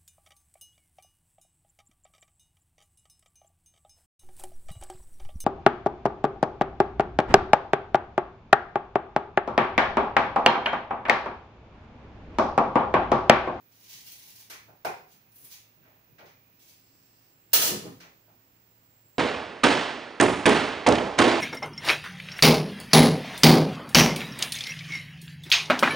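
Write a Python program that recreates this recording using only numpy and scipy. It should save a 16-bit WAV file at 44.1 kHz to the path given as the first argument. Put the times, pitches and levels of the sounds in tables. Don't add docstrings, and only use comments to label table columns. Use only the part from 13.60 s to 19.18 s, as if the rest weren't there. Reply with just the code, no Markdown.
import sys
import numpy as np
from scipy import signal
from scipy.fft import rfft, irfft, next_fast_len
from scipy.io import wavfile
from scipy.ndimage import uniform_filter1d

SR = 44100
rng = np.random.default_rng(int(sys.argv[2]) if len(sys.argv) > 2 else 0)


def put_to_file(sound):
    columns = np.atleast_2d(sound).T
    safe = np.clip(columns, -1, 1)
    whole_steps = np.round(safe * 32767)
    wavfile.write(sys.argv[1], SR, whole_steps.astype(np.int16))


N = 246166
TIME = np.arange(N) / SR


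# t/s, level/dB, contact length/s, brightness f/Hz
IGNITER_SNAPS = [(3.918, -29.5, 0.0016, 6000), (3.9318, 11, 0.0057, 18000), (3.9405, 3, 0.0041, 18000),
                 (3.958, 1.5, 0.011, 12000)]
# f/Hz, level/dB
STOVE_SPECTRUM = [(80, -31.5), (250, -16.5), (550, -5), (1100, -8), (2300, -3), (3200, -1), (6000, 1),
                  (8500, -2.5), (12500, -7), (16000, -0.5)]


def igniter(ping_hz=14950, ping_width_hz=400, ping_db=-2):
    force = contacts(IGNITER_SNAPS, push_s=0.0017)
    case = amp(2.5) * steel_case(force, STOVE_SPECTRUM)
    ping = ring(force, [(ping_hz, ping_width_hz, ping_db)])
    return case + ping


# f/Hz, width/Hz, level over the broad colour/dB
STEEL_MODES = [(570, 130, -5.5), (920, 50, 4), (1277, 130, 2.5), (1740, 230, -2), (2870, 300, -1.5),
               (3540, 85, 0), (4100, 300, -4.5), (5810, 64, -11), (6540, 66, -10.5), (10160, 410, -1.5)]
# f/Hz, width/Hz, level of the part subtracted/dB
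STOVE_NOTCH = [(3700, 100, -3)]


def steel_case(force, spectrum):
    ringing = body(force, spectrum, STEEL_MODES)
    return ringing - ring(ringing, STOVE_NOTCH)


SPARK_S = 3.932
BURN_FROM_S = 3.7
VALVE_OPEN_S, VALVE_RISE_S = 3.02, 0.13
UNLIT_HISS_DB, LIT_HISS_DB = -72, -83
VALVE_FALL_S = 1.1
# f/Hz, level/dB
JET_SPECTRUM = [(200, -18.5), (600, -6.5), (1200, -8), (2300, -7), (3000, -3.5), (4500, -1), (6500, -0.5),
                (8500, -7), (12500, -10), (16000, -8.5)]
# f/Hz, level/dB
FLAME_SPECTRUM = [(30, -19.5), (70, -15.5), (125, -1), (330, -1.5), (480, -3.5), (700, -12), (1000, -17),
                  (3000, -27.5), (16000, -63)]
# t at full level/s, length/s, rise per 20 dB/s, level before the common hiss gain/dB
VALVE_TONES = [(3.116, .85, 2.5, -67), (5.5, .1, 0.9, -62)]
# f/Hz, width/Hz, level/dB
VALVE_RESONANCE = [(7520, 68, 0.0027)]
# f/Hz, width/Hz, level/dB
BURNER_RESONANCE = [(5100, 990, -1.5)]


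def gas():
    jet_noise, burn_noise, seep_noise = rng.standard_normal((3, N))
    rush = steel_case(jet_noise * jet_flow() * flutter(350, depth_db=5), JET_SPECTRUM)
    flame = colour(burn_noise * flame_size() * flutter(70, depth_db=-2.0), FLAME_SPECTRUM)

    opening = swell(VALVE_OPEN_S, N / SR, VALVE_RISE_S, VALVE_RISE_S)
    burner_level = amp(np.where(TIME < BURN_FROM_S, UNLIT_HISS_DB, LIT_HISS_DB))
    valve_level = 0
    for s, length_s, rise_s, db in VALVE_TONES:
        valve_level = valve_level + amp(db) * swell(s, length_s, rise_s, VALVE_FALL_S)
    valve = valve_level * ring(seep_noise, VALVE_RESONANCE)
    burner = burner_level * ring(seep_noise, BURNER_RESONANCE)
    hiss = amp(13.5) * opening * (valve + burner)
    return rush + flame + hiss


JET_FULL_S, JET_HOLD_S, JET_DB = 3.997, 0.073, -27.5
JET_RISE_S, JET_FALL_S = 0.095, 0.063
JET_TRAIL_DB, JET_TRAIL_S = -48, 0.26


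def jet_flow():
    main = amp(JET_DB) * swell(JET_FULL_S, JET_HOLD_S, JET_RISE_S, JET_FALL_S)
    trail = amp(JET_TRAIL_DB) * swell(JET_FULL_S, JET_HOLD_S, JET_RISE_S, JET_TRAIL_S)
    return np.hypot(main, trail) * (TIME > SPARK_S)


PUFF_RISE_S, PUFF_FALL_S = 0.11, 0.033
BURN_DB, BURN_FALL_S = -58.5, 1
# t/s, length/s, level/dB
FLAME_PUFFS = [(3.943, .03, -44), (4.086, 0.041, -35.5), (4.247, 0.018, -41)]


def flame_size():
    puffs = sum(amp(db) * swell(s, length_s, PUFF_RISE_S, PUFF_FALL_S) for s, length_s, db in FLAME_PUFFS)
    burn = amp(BURN_DB) * swell(BURN_FROM_S, 0, PUFF_RISE_S, BURN_FALL_S)
    return (puffs + burn) * (TIME > SPARK_S)


# t/s, relative level/dB, contact length/s, brightness f/Hz
UTENSIL_AND_KNOB = [(0.899, -12, 0.01, 14400), (2.225, -25, .07, 2100), (2.582, -19.5, 0.014, 3030),
                    (2.655, -26, .025, 6000), (4.402, -17.5, 0.01, 6040)]
# f/Hz, level/dB
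CLACK_SPECTRUM = [(100, -14), (400, -23.5), (900, -6.5), (1350, -4), (1900, -1), (3200, -6), (6000, -5),
                  (8000, -13), (13000, -9.5), (16000, -28)]
# f/Hz, width/Hz, level over the broad colour/dB
CLACK_RESONANCES = [(354, 122, 15.5), (1380, 73, -16.5), (2300, 290, -8), (2440, 190, -20), (4060, 87, -7),
                    (6060, 300, -8)]
# t/s, relative level/dB, contact length/s, brightness f/Hz
COUNTER_AND_KNOB = [(1.08, -23, 0.022, 1800), (1.2487, 3, 0.004, 14300), (2.255, -29, 0.06, 900),
                    (2.59, -21, 0.0081, 5200), (2.621, -18, 0.0055, 680), (4.44, -24.5, 0.013, 704),
                    (4.677, -30.5, 0.019, 2980)]
# f/Hz, level/dB
KNOCK_SPECTRUM = [(60, -29), (150, -13.5), (260, -15.5), (370, -7), (550, -3.5), (780, 1), (950, -5.5),
                  (1170, -7), (1500, -5), (1850, -13), (2400, -12), (3100, -22), (5500, -21), (8000, -30.5),
                  (16000, -30.5)]
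# f/Hz, width/Hz, level over the broad colour/dB
KNOCK_RESONANCES = [(343, 67, -5), (417, 19, -3), (590, 96, -3), (890, 100, -2), (1300, 130, -25),
                    (2150, 100, -11), (2430, 97, -4)]
# t/s, level/dB
FOOTFALLS = [(0.311, -28.5), (1.059, -26.5), (1.799, -26.5), (2.175, -26.5), (2.49, -25.5), (2.6, -26.5),
             (3.33, -31)]
# f/Hz, level/dB
FOOTFALL_SPECTRUM = [(40, -28), (90, -11), (135, 0.5), (220, -9.5), (400, -3.5), (1500, -48)]
STEP_CONTACT_S, STEP_BRIGHT_HZ = 0.031, 250


def handling():
    clack_force = contacts(bouncing(UTENSIL_AND_KNOB, count=3), push_s=0.0022)
    clacks = body(clack_force, CLACK_SPECTRUM, CLACK_RESONANCES)
    knocks = body(contacts(COUNTER_AND_KNOB, push_s=0.0042), KNOCK_SPECTRUM, KNOCK_RESONANCES)
    step_rows = [(s, db, STEP_CONTACT_S, STEP_BRIGHT_HZ) for s, db in FOOTFALLS]
    steps = colour(contacts(step_rows, push_s=0.003), FOOTFALL_SPECTRUM)
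    return amp(0.5) * clacks + amp(-1.0) * knocks + steps


REBOUND_S, REBOUND_LOSS_DB, REBOUND_DULLING = 0.028, 5.5, 0.46


def bouncing(rows, count):
    return [(s + k * REBOUND_S, db - k * REBOUND_LOSS_DB, length_s, bright_hz * REBOUND_DULLING ** k)
            for s, db, length_s, bright_hz in rows for k in range(count)]


def contacts(rows, push_s):
    force = np.zeros(N)
    t = TIME[:SR // 5]
    for s, db, length_s, bright_hz in rows:
        chatter = rng.standard_normal(len(t)) * np.exp(-t / length_s)
        blow = chatter / np.linalg.norm(chatter)
        blow[0] += push_s / length_s
        softness = signal.butter(2, min(bright_hz, 0.45 * SR), fs=SR, output="sos")
        at = round(s * SR)
        force[at:at + len(t)] += amp(db) * signal.sosfilt(softness, even(blow, width_hz=10))
    return force


# t at full speed/s, length/s, rub level/dB, fine swish level/dB
CLOTH_STROKES = [(0.157, 0.095, -62.5, -67.5), (0.313, .03, -44, -52), (0.447, .07, -54, -57),
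                 (0.589, 0.24, -59, -62), (1.511, 0.01, -62.5, -68), (1.774, 0.16, -70, -60.5),
                 (1.918, 0.021, -50.5, -56.5), (3.008, .115, -64.5, -68.5)]
# f/Hz, level/dB
RUB_SPECTRUM = [(150, -34), (500, -61.5), (850, -5), (1300, -17.5), (2100, -2.5), (2900, -2), (6200, 0.5),
                (8500, -11), (16000, -19)]
# f/Hz, level/dB
SWISH_SPECTRUM = [(1000, -13), (4000, -10), (7500, -9), (10500, 0.5), (13500, -4), (16000, -4)]
STROKE_RISE_S, STROKE_FALL_S = 0.077, 0.06
RUB_REST_DB = -93.5


def cloth():
    rub, swish = amp(RUB_REST_DB), 0
    for s, length_s, rub_db, swish_db in CLOTH_STROKES:
        speed = swell(s, length_s, STROKE_RISE_S, STROKE_FALL_S)
        rub = np.hypot(rub, amp(rub_db) * speed)
        swish = np.hypot(swish, amp(swish_db) * speed)
    threads = rng.standard_normal((2, N))
    catching = flutter(220, depth_db=5.5) * flutter(45, depth_db=2.5)
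    coarse, fine = threads * catching
    return colour(coarse * rub, RUB_SPECTRUM) + colour(fine * swish, SWISH_SPECTRUM)


# t/s, f/Hz
WHISTLE_DRIFT = [(1.1, 2430), (2.15, 2700), (2.8, 2360), (3.05, 2671), (3.8, 2700), (4.7, 2620),
                 (5.58, 2740)]
WHISTLE_FULL_S, WHISTLE_HOLD_S, WHISTLE_DB = 1.7, 1.3, -78.5
WHISTLE_FADE_S = 3.2


def whistle(width_hz=130):
    narrow = signal.butter(2, width_hz, fs=SR, output="sos")
    wobble = signal.sosfilt(narrow, rng.standard_normal((2, N)))
    pitch_hz = np.interp(TIME, *np.transpose(WHISTLE_DRIFT))
    phase = 2 * np.pi * np.cumsum(pitch_hz) / SR
    level = amp(WHISTLE_DB) * swell(WHISTLE_FULL_S, WHISTLE_HOLD_S, WHISTLE_FADE_S, WHISTLE_FADE_S)
    return level * (wobble[0] * np.cos(phase) + wobble[1] * np.sin(phase)) / np.std(wobble)


# f/Hz, time to fall 60 dB/s
TILE_DECAY = [(100, 0.61), (500, 0.37), (850, 0.38), (1500, 0.44), (4000, 0.41), (9000, 0.36),
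              (15000, 0.18)]


def kitchen(x, direct_db=-13, early_db=-6, early_s=0.024):
    t = TIME[:SR * 3 // 4]
    field = rfft(diffuse(len(t)))
    hz = np.fft.rfftfreq(len(t), 1 / SR)
    centres = np.geomspace(100, 16000, 9)
    tail = 0
    for centre, share in zip(centres, np.eye(len(centres))):
        band = irfft(field * at_hz(np.c_[centres, share], hz), len(t))
        tail = tail + band * amp(-60 * t / at_hz(TILE_DECAY, centre))
    early = diffuse(len(t)) * np.exp(-t / early_s)
    response = tail / np.linalg.norm(tail[0]) + amp(early_db) * early / np.linalg.norm(early[0])
    response[:, 0] += amp(direct_db)
    return signal.fftconvolve(x, even(response, width_hz=31.0), axes=1)[:, :N]


# f/Hz, left-right correlation
FIELD_CORRELATION = [(30, 0.18), (70, 0.95), (150, 0.94), (300, 0.75), (600, .55), (1200, -0.24),
                     (3000, 0.021), (16000, -0.048)]


def diffuse(size):
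    mid, side = rfft(rng.standard_normal((2, size)))
    alike = np.clip(at_hz(FIELD_CORRELATION, np.fft.rfftfreq(size, 1 / SR)), -0.99, 0.99)
    shared = np.sqrt((1 + alike) / 2) * mid
    opposed = np.sqrt((1 - alike) / 2) * side * [[1], [-1]]
    return irfft(shared + opposed, size)


# f/Hz, level/dB
ROOM_SPECTRUM = [(25, -12), (55, -7.5), (115, -2.5), (170, -2.5), (280, -7), (500, -9.5), (1300, -12.5),
                 (2500, -13.5), (3300, -18), (7000, -21.5), (8500, -30.5), (13500, -26.5), (14700, -20.5),
                 (16000, -16)]
# f/Hz, left minus right level/dB
MIC_HISS_BALANCE = [(100, 2.5), (12000, -1), (14500, -9)]
# f/Hz, level/dB
APPLIANCE_HUM = [(110, -75.5), (134, -89.5), (270, -81.5), (334, -84)]
ROOM_DB = -65


def background():
    air = amp(ROOM_DB) * lean(colour(diffuse(N), ROOM_SPECTRUM), MIC_HISS_BALANCE)
    hum = 0
    for hz, db in APPLIANCE_HUM:
        tone = np.sqrt(2) * np.sin(2 * np.pi * hz * TIME)
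        hum = hum + amp(db) * tone * flutter(13, depth_db=3.5)
    return air + hum


def amp(db):
    return 10 ** (np.asarray(db) / 20)


def at_hz(points, hz):
    f, value = np.transpose(points)
    return np.interp(np.log(np.maximum(hz, 1)), np.log(f), value)


def colour(x, spectrum):
    size = 4096
    gain = amp(at_hz(spectrum, np.fft.rfftfreq(size, 1 / SR)))
    cepstrum = irfft(np.log(gain / np.sqrt(np.mean(gain ** 2))))[:size // 2]
    cepstrum[1:] *= 2
    response = irfft(np.exp(rfft(cepstrum, size)))
    return signal.fftconvolve(np.atleast_2d(x), response[None], axes=1)[:, :N]


def ring(x, modes):
    out = 0
    for hz, width_hz, db in modes:
        r = np.exp(-np.pi * width_hz / SR)
        zeros = [(1 - r * r) / 2, 0, (r * r - 1) / 2]
        poles = [1, -2 * r * np.cos(2 * np.pi * hz / SR), r * r]
        out = out + amp(db) * signal.lfilter(zeros, poles, x + 1e-18)
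    return out


def body(force, spectrum, modes):
    broad = colour(force, spectrum)
    return broad + ring(broad, modes)


def lean(x, balance):
    size = next_fast_len(N + SR // 10)
    db = at_hz(balance, np.fft.rfftfreq(size, 1 / SR))
    return irfft(rfft(x, size) * amp(db * [[0.5], [-0.5]]), size)[:, :N]


def flutter(per_s, depth_db):
    knots = np.arange(0, 6, 1 / per_s)
    values = rng.standard_normal(8192)[:len(knots)]
    return amp(depth_db * np.interp(TIME, knots, values))


def swell(start, hold, rise_s, fall_s):
    early = np.maximum(start - TIME, 0)
    late = np.maximum(TIME - start - hold, 0)
    return amp(-20 * np.minimum(early / rise_s + late / fall_s, 10))


def even(x, width_hz):
    size = x.shape[-1]
    spectrum = rfft(x, 2 * size)
    power = np.mean(np.abs(np.atleast_2d(spectrum)) ** 2, axis=0)
    smooth = uniform_filter1d(power, max(1, int(width_hz * 2 * size / SR)))
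    out = irfft(spectrum / np.sqrt(np.abs(smooth) + 1e-18))[..., :size]
    return out / np.linalg.norm(np.atleast_2d(out)[0])


def scene():
    counter = cloth() + handling() + igniter() + gas() + whistle()
    return kitchen(counter) + background()


# f/Hz, width/Hz, level/dB
PORT_RESONANCE = [(15800, 1870, 11.5)]
# f/Hz, left minus right level/dB
MIC_BALANCE = [(100, 0.5), (1200, -1), (4000, -1.5), (6500, -1), (9500, 3.5), (12500, 3), (15000, -4.5)]
CUTOFF_HZ = 15550


def record(dry):
    heard = lean(dry + ring(dry, PORT_RESONANCE), MIC_BALANCE)
    low_pass = signal.ellip(12, 0.1, 80, CUTOFF_HZ, fs=SR, output="sos")
    return signal.sosfilt(low_pass, heard)


dry = scene()
out = record(dry)
put_to_file(out)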